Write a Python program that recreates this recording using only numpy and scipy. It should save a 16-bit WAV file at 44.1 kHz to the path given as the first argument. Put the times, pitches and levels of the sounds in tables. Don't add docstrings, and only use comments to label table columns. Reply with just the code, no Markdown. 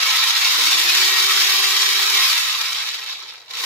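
import sys
import numpy as np
from scipy import signal
from scipy.fft import rfft, irfft, next_fast_len
from scipy.io import wavfile
from scipy.ndimage import uniform_filter1d, map_coordinates

SR = 44100
rng = np.random.default_rng(int(sys.argv[2]) if len(sys.argv) > 2 else 0)


def dump_mix(stems):
    frames = np.atleast_2d(stems).T
    limited = np.clip(frames, -1, 1)
    pcm = np.round(limited * 32767).astype(np.int16)
    wavfile.write(sys.argv[1], SR, pcm)


N = 160965


def gearbox(speed, force_db):
    turns = np.cumsum(speed) / SR
    slowness = 1 - speed / speed.max()
    push = amp(force_db + uneven_meshing_db(turns, slowness))
    rattle = push * shifting_bands(tooth_strikes(speed, slowness))
    impacts = amp(4.5) * (rattle + clacks())
    whine = amp(force_db) * shaft_whine(turns, speed, slowness)
    return changing_tone(chassis(impacts + whine), speed)


def tooth_strikes(speed, slowness, teeth_per_turn=24, contact_points=12):
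    passed = np.cumsum(speed) * teeth_per_turn / SR
    count = int(passed[-1])
    timing, strength, direction = rng.standard_normal((N // 2, 3))[:count].T
    at = np.clip(np.searchsorted(passed, np.arange(count) + timing), 0, N - 1)
    spread = np.log(amp(4.1 + 1.1 * slowness[at]))
    size = np.exp(spread * np.clip(strength, -2.5, 2.5) - spread ** 2)
    size = size * np.sign(direction) / np.sqrt(speed[at])
    centres_hz, width_octaves = np.geomspace(990, 11950, contact_points), 0.64

    def pitch_ranges(hz):
        octaves_away = np.log2((hz + 1) / centres_hz[:, None])
        share = 1 / (1 + (octaves_away / width_octaves) ** 2) ** 2
        return np.sqrt(share / share.sum(axis=0))
    clicks = [np.bincount(at[k::contact_points], size[k::contact_points], N)
              for k in range(contact_points)]
    strikes = filtered(np.array(clicks), pitch_ranges)
    return unit(sum(ring_and_echo(x * amp(0.65 * wobble(29.5))) for x in strikes))


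def uneven_meshing_db(turns, slowness, gear_ratio=10, bind_s=2.948):
    big_gear_turns = (turns - turns[round(bind_s * SR)]) / gear_ratio
    big_gear_db = slowness * np.cos(2 * np.pi * big_gear_turns)
    small_gear_db = 1.5 * slowness * np.cos(2 * np.pi * turns)
    flutter_db = 0.97 * wobble(95.6)
    return big_gear_db + small_gear_db + flutter_db


def shifting_bands(x, depth_db=2.5, width_hz=130, life_s=0.05):
    bands = signal.stft(x, nperseg=1024, noverlap=768)[2]
    hz = np.arange(bands.shape[1]) * SR / 1024
    seconds = np.arange(bands.shape[2]) * 256 / SR
    grid = np.meshgrid(hz / width_hz, seconds / life_s, indexing='ij')
    drift = [map_coordinates(rng.standard_normal((256, 256)), grid, order=2, mode='wrap') for _ in x]
    bands = bands * amp(depth_db * np.array(drift))
    return unit(signal.istft(bands, nperseg=1024, noverlap=768)[1][:, :N])


def clacks(decay_s=0.0036):
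    # start in seconds, relative level in dB.
    bursts = [(2.33, -16), (2.378, -14), (2.453, -17), (2.612, -16), (2.706, -27), (2.818, -27.5),
              (2.873, -24.5), (2.888, -23.5), (2.944, -22), (2.952, -29), (3.062, -28), (3.121, -33),
              (3.379, -37), (3.509, -26.5), (3.535, -27), (3.552, -28), (3.571, -27), (3.6, -28),
              (3.638, -18.5), (3.643, -22)]
    t = np.arange(N) / SR
    power = sum(amp(2 * db) * (t >= start) * np.exp(-np.abs(t - start) / decay_s)
                for start, db in bursts)
    return amp(-1.5) * np.sqrt(power) * rng.standard_normal((2, N))


def shaft_whine(turns, speed, slowness, rasp_hz=110):
    # multiple of the shaft speed, relative level in dB.
    tones = [(1, -4), (2, -16), (3, -23), (4, -24.5), (5, -20.5), (6, -27), (7, -27)]
    # shaft turns per second, added level in dB.
    hum = [(250, -16), (278, -11.5), (298, -2.5), (345, -3.5), (380, 2), (392, 0.5)]
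    # pitch in Hz, width in Hz, gain in dB.
    mount_modes = [(1037, 27, -1.5), (1253, 81, 6.5), (1898, 34, 9.5), (2230, 30, -36), (2496, 71, 24)]
    angle = turns + 0.037 * wobble(24.9)
    hum_db = along(hum, speed)
    roughness = 0.2 + 2.2 * slowness
    whine = 0
    for multiple, db in tones:
        level = amp(db + hum_db * (round(multiple) <= 2) + 0.4 * wobble(12))
        rasp = 1 + roughness * np.sqrt(multiple) * wobble(rasp_hz)
        rasp /= np.sqrt(1 + multiple * roughness ** 2)
        wave = np.sqrt(2) * np.sin(2 * np.pi * (round(multiple) * angle + rng.random()))
        whine = whine + level * rasp * wave
    return filtered(whine, lambda hz: resonator([(0, 0)], mount_modes, hz))


def chassis(shaking):
    # pitch in Hz, gain in dB.
    shared_tone = [(30, -75), (150, -48), (240, -42), (320, -25.5), (400, -23.5), (560, -26), (700, -17),
                   (900, -7.5), (1500, -5), (2600, 0), (4000, 0.5), (5600, -2.5), (7000, -7), (8400, -14),
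                   (12500, -13), (15500, -14.5)]
    side_tone = [(30, -80), (240, -46), (400, -37.5), (600, -26), (800, -24), (1100, -9), (1400, -7),
                 (1700, -5.5), (2900, -2.5), (3700, 1), (5200, 0), (6000, -3), (8200, -12.5), (12500, -13),
                 (15500, -14.5)]
    # pitch in Hz, width in Hz, gain in dB.
    shared_modes = [(475, 58, 9.5), (1047, 32, 10), (1164, 34, 5.5), (1307, 51, 6.5), (1888, 24, 8.5),
                    (2276, 203, 4.5), (3302, 68, 3.5), (3555, 24, 10), (3490, 70, -6), (3930, 217, 5),
                    (4313, 53, -3.5), (4450, 163, 5), (4960, 140, -4.5), (5390, 390, 3.5),
                    (6310, 220, -4.5), (6590, 100, 5.5), (6800, 150, -11), (6920, 270, 6),
                    (12700, 630, 2.5)]
    side_modes = [(1760, 66, 10.5), (1956, 34, 10), (2100, 80, -3), (2370, 150, 6), (3100, 70, 3),
                  (3670, 190, 8.5), (3960, 100, 7.5), (4380, 200, -5), (4800, 180, 3), (5170, 250, 4),
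                  (12600, 330, 5)]
    # pitch in Hz, left minus right in dB.
    balance = [(200, -1.5), (1000, 0.5), (2400, 0.1), (4400, -0.5), (8000, .5), (14000, 0.5)]
    shared = filtered(shaking[0], lambda hz: resonator(shared_tone, shared_modes, hz))
    side = filtered(shaking[1], lambda hz: resonator(side_tone, side_modes, hz))
    ears = np.array([shared + side, shared - side])
    return filtered(ears, lambda hz: amp(np.outer([0.5, -0.5], along(balance, hz))))


def changing_tone(x, speed, treble_hz=6750, bass_hz=670):
    # time in seconds, gain in dB.
    treble_db = [(0, -2.5), (.5, -1.2), (1.0, 0.1), (2.36, 0), (2.5, -2.5), (3.0, -4.5), (3.3, -11),
                 (3.47, -17), (3.5, -10), (3.51, -6), (3.53, -7), (3.59, 0), (3.65, 0.5)]
    bass_db = [(0, 7.5), (.4, -0.5), (.55, 3.5), (1.3, -2.5), (2.1, -0.5), (2.35, -5), (2.45, -1),
               (2.8, 3.5), (3.1, 5.5), (3.42, 13.5), (3.51, 13), (3.57, 9.5)]
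    # pitch in Hz, width in Hz, share from 0 to 1.
    gear_modes = [(3830, 40, 0.3), (3910, 53, 0.3), (4007, 56, 1), (4340, 100, 0.34)]
    treble = filtered(x, lambda hz: 1 - 1 / (1 + (hz / treble_hz) ** 4))
    bass = filtered(x, lambda hz: 1 / (1 + (hz / bass_hz) ** 4))
    ring = filtered(x, lambda hz: sum(share / (1 + 2j * (hz - pitch) / width)
                                      for pitch, width, share in gear_modes))
    ring_db = 6.5 * np.clip((290 - speed) / 150, 0, 1)
    changes = [(treble, curve(treble_db)), (bass, curve(bass_db)), (ring, ring_db)]
    return x + sum(band * (amp(db) - 1) for band, db in changes)


def ring_and_echo(x, ring_s=0.017, room_s=0.24, room_db=-4.5):
    t = np.arange(SR // 4 + 1) / SR
    ring, room = rng.standard_normal((2, 2, len(t)))
    ring = unit(ring * amp(-60 * t / ring_s))
    room = amp(room_db) * unit(room * amp(-60 * t / room_s))
    spectrum = rfft(ring + room)
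    broad_tone = np.sqrt(np.abs(uniform_filter1d(np.abs(spectrum) ** 2, 21)) + 1e-12)
    paths = irfft(spectrum / broad_tone)[:, :SR // 5]
    return signal.fftconvolve(x[None], paths, axes=1)[:, :N]


def bench_rumble(force_db, peak_db=-58.5):
    # pitch in Hz, relative level in dB.
    spectrum = [(25, -15), (40, -4), (70, -10.5), (125, 1), (170, -6.5), (230, -7.5), (400, -8),
                (1000, -60)]
    return amp(peak_db + force_db - force_db.max()) * noise(spectrum)


def room_tone(level_db=-58):
    # pitch in Hz, relative level in dB.
    spectrum = [(25, -18), (80, -3.5), (150, -2), (240, -16), (350, -10), (480, 6), (700, 3), (1200, -2.5),
                (15000, -17)]
    return amp(level_db) * noise(spectrum)


def amp(db):
    return 10 ** (np.asarray(db) / 20)


def unit(x):
    return x / np.sqrt(np.mean(x ** 2) + 1e-20)


def along(points, hz):
    pitches, values = np.transpose(points)
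    return np.interp(np.log(hz + 1), np.log(pitches + 1), values)


def curve(rows):
    return np.interp(np.arange(N) / SR, *np.transpose(rows))


def wobble(rate):
    return map_coordinates(rng.standard_normal(N // 20), [np.arange(N) * rate / SR], mode='wrap')


def filtered(x, response):
    size = 2 * next_fast_len(N // 2 + SR // 4)
    return irfft(rfft(x, size) * response(np.fft.rfftfreq(size, 1 / SR)), size)[..., :N]


def resonator(spectrum, modes, hz):
    peaks_db = sum(db / (1 + (2 * (hz - pitch) / width) ** 2) for pitch, width, db in modes)
    cepstrum = irfft(np.log(amp(along(spectrum, hz) + peaks_db)))
    half = len(cepstrum) // 2
    cepstrum[1:half] *= 2
    cepstrum[half + 1:] = 0
    return np.exp(rfft(cepstrum))


def noise(spectrum):
    return unit(filtered(rng.standard_normal(N), lambda hz: amp(along(spectrum, hz))))


def scene():
    # time in seconds, shaft turns per second.
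    motor_speed = [(0, 252), (.3, 266), (.5, 281), (.7, 316), (.9, 361), (1.0, 374), (1.12, 381),
                   (1.42, 387), (1.67, 386), (1.9, 391), (2.16, 392), (2.23, 366), (2.3, 328), (2.42, 275),
                   (2.65, 205), (3.0, 128), (3.3, 78), (3.47, 40), (3.65, 200)]
    # time in seconds, relative level in dB.
    rattle_force = [(0, -19), (.15, -18.5), (.4, -19.5), (.65, -17.5), (.85, -17.5), (1.55, -18),
                    (2.08, -19.5), (2.23, -17.5), (2.38, -20.5), (2.5, -22.5), (2.8, -25.5), (2.99, -31.5),
                    (3.12, -32), (3.21, -36), (3.31, -37), (3.46, -48), (3.52, -37), (3.58, -28),
                    (3.65, -28)]
    force_db = curve(rattle_force)
    bench = bench_rumble(force_db)
    return gearbox(curve(motor_speed), force_db) + bench + room_tone()


def record(dry, top_hz=15600):
    return filtered(dry, lambda hz: hz < top_hz)


dry = scene()
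out = record(dry)
dump_mix(out)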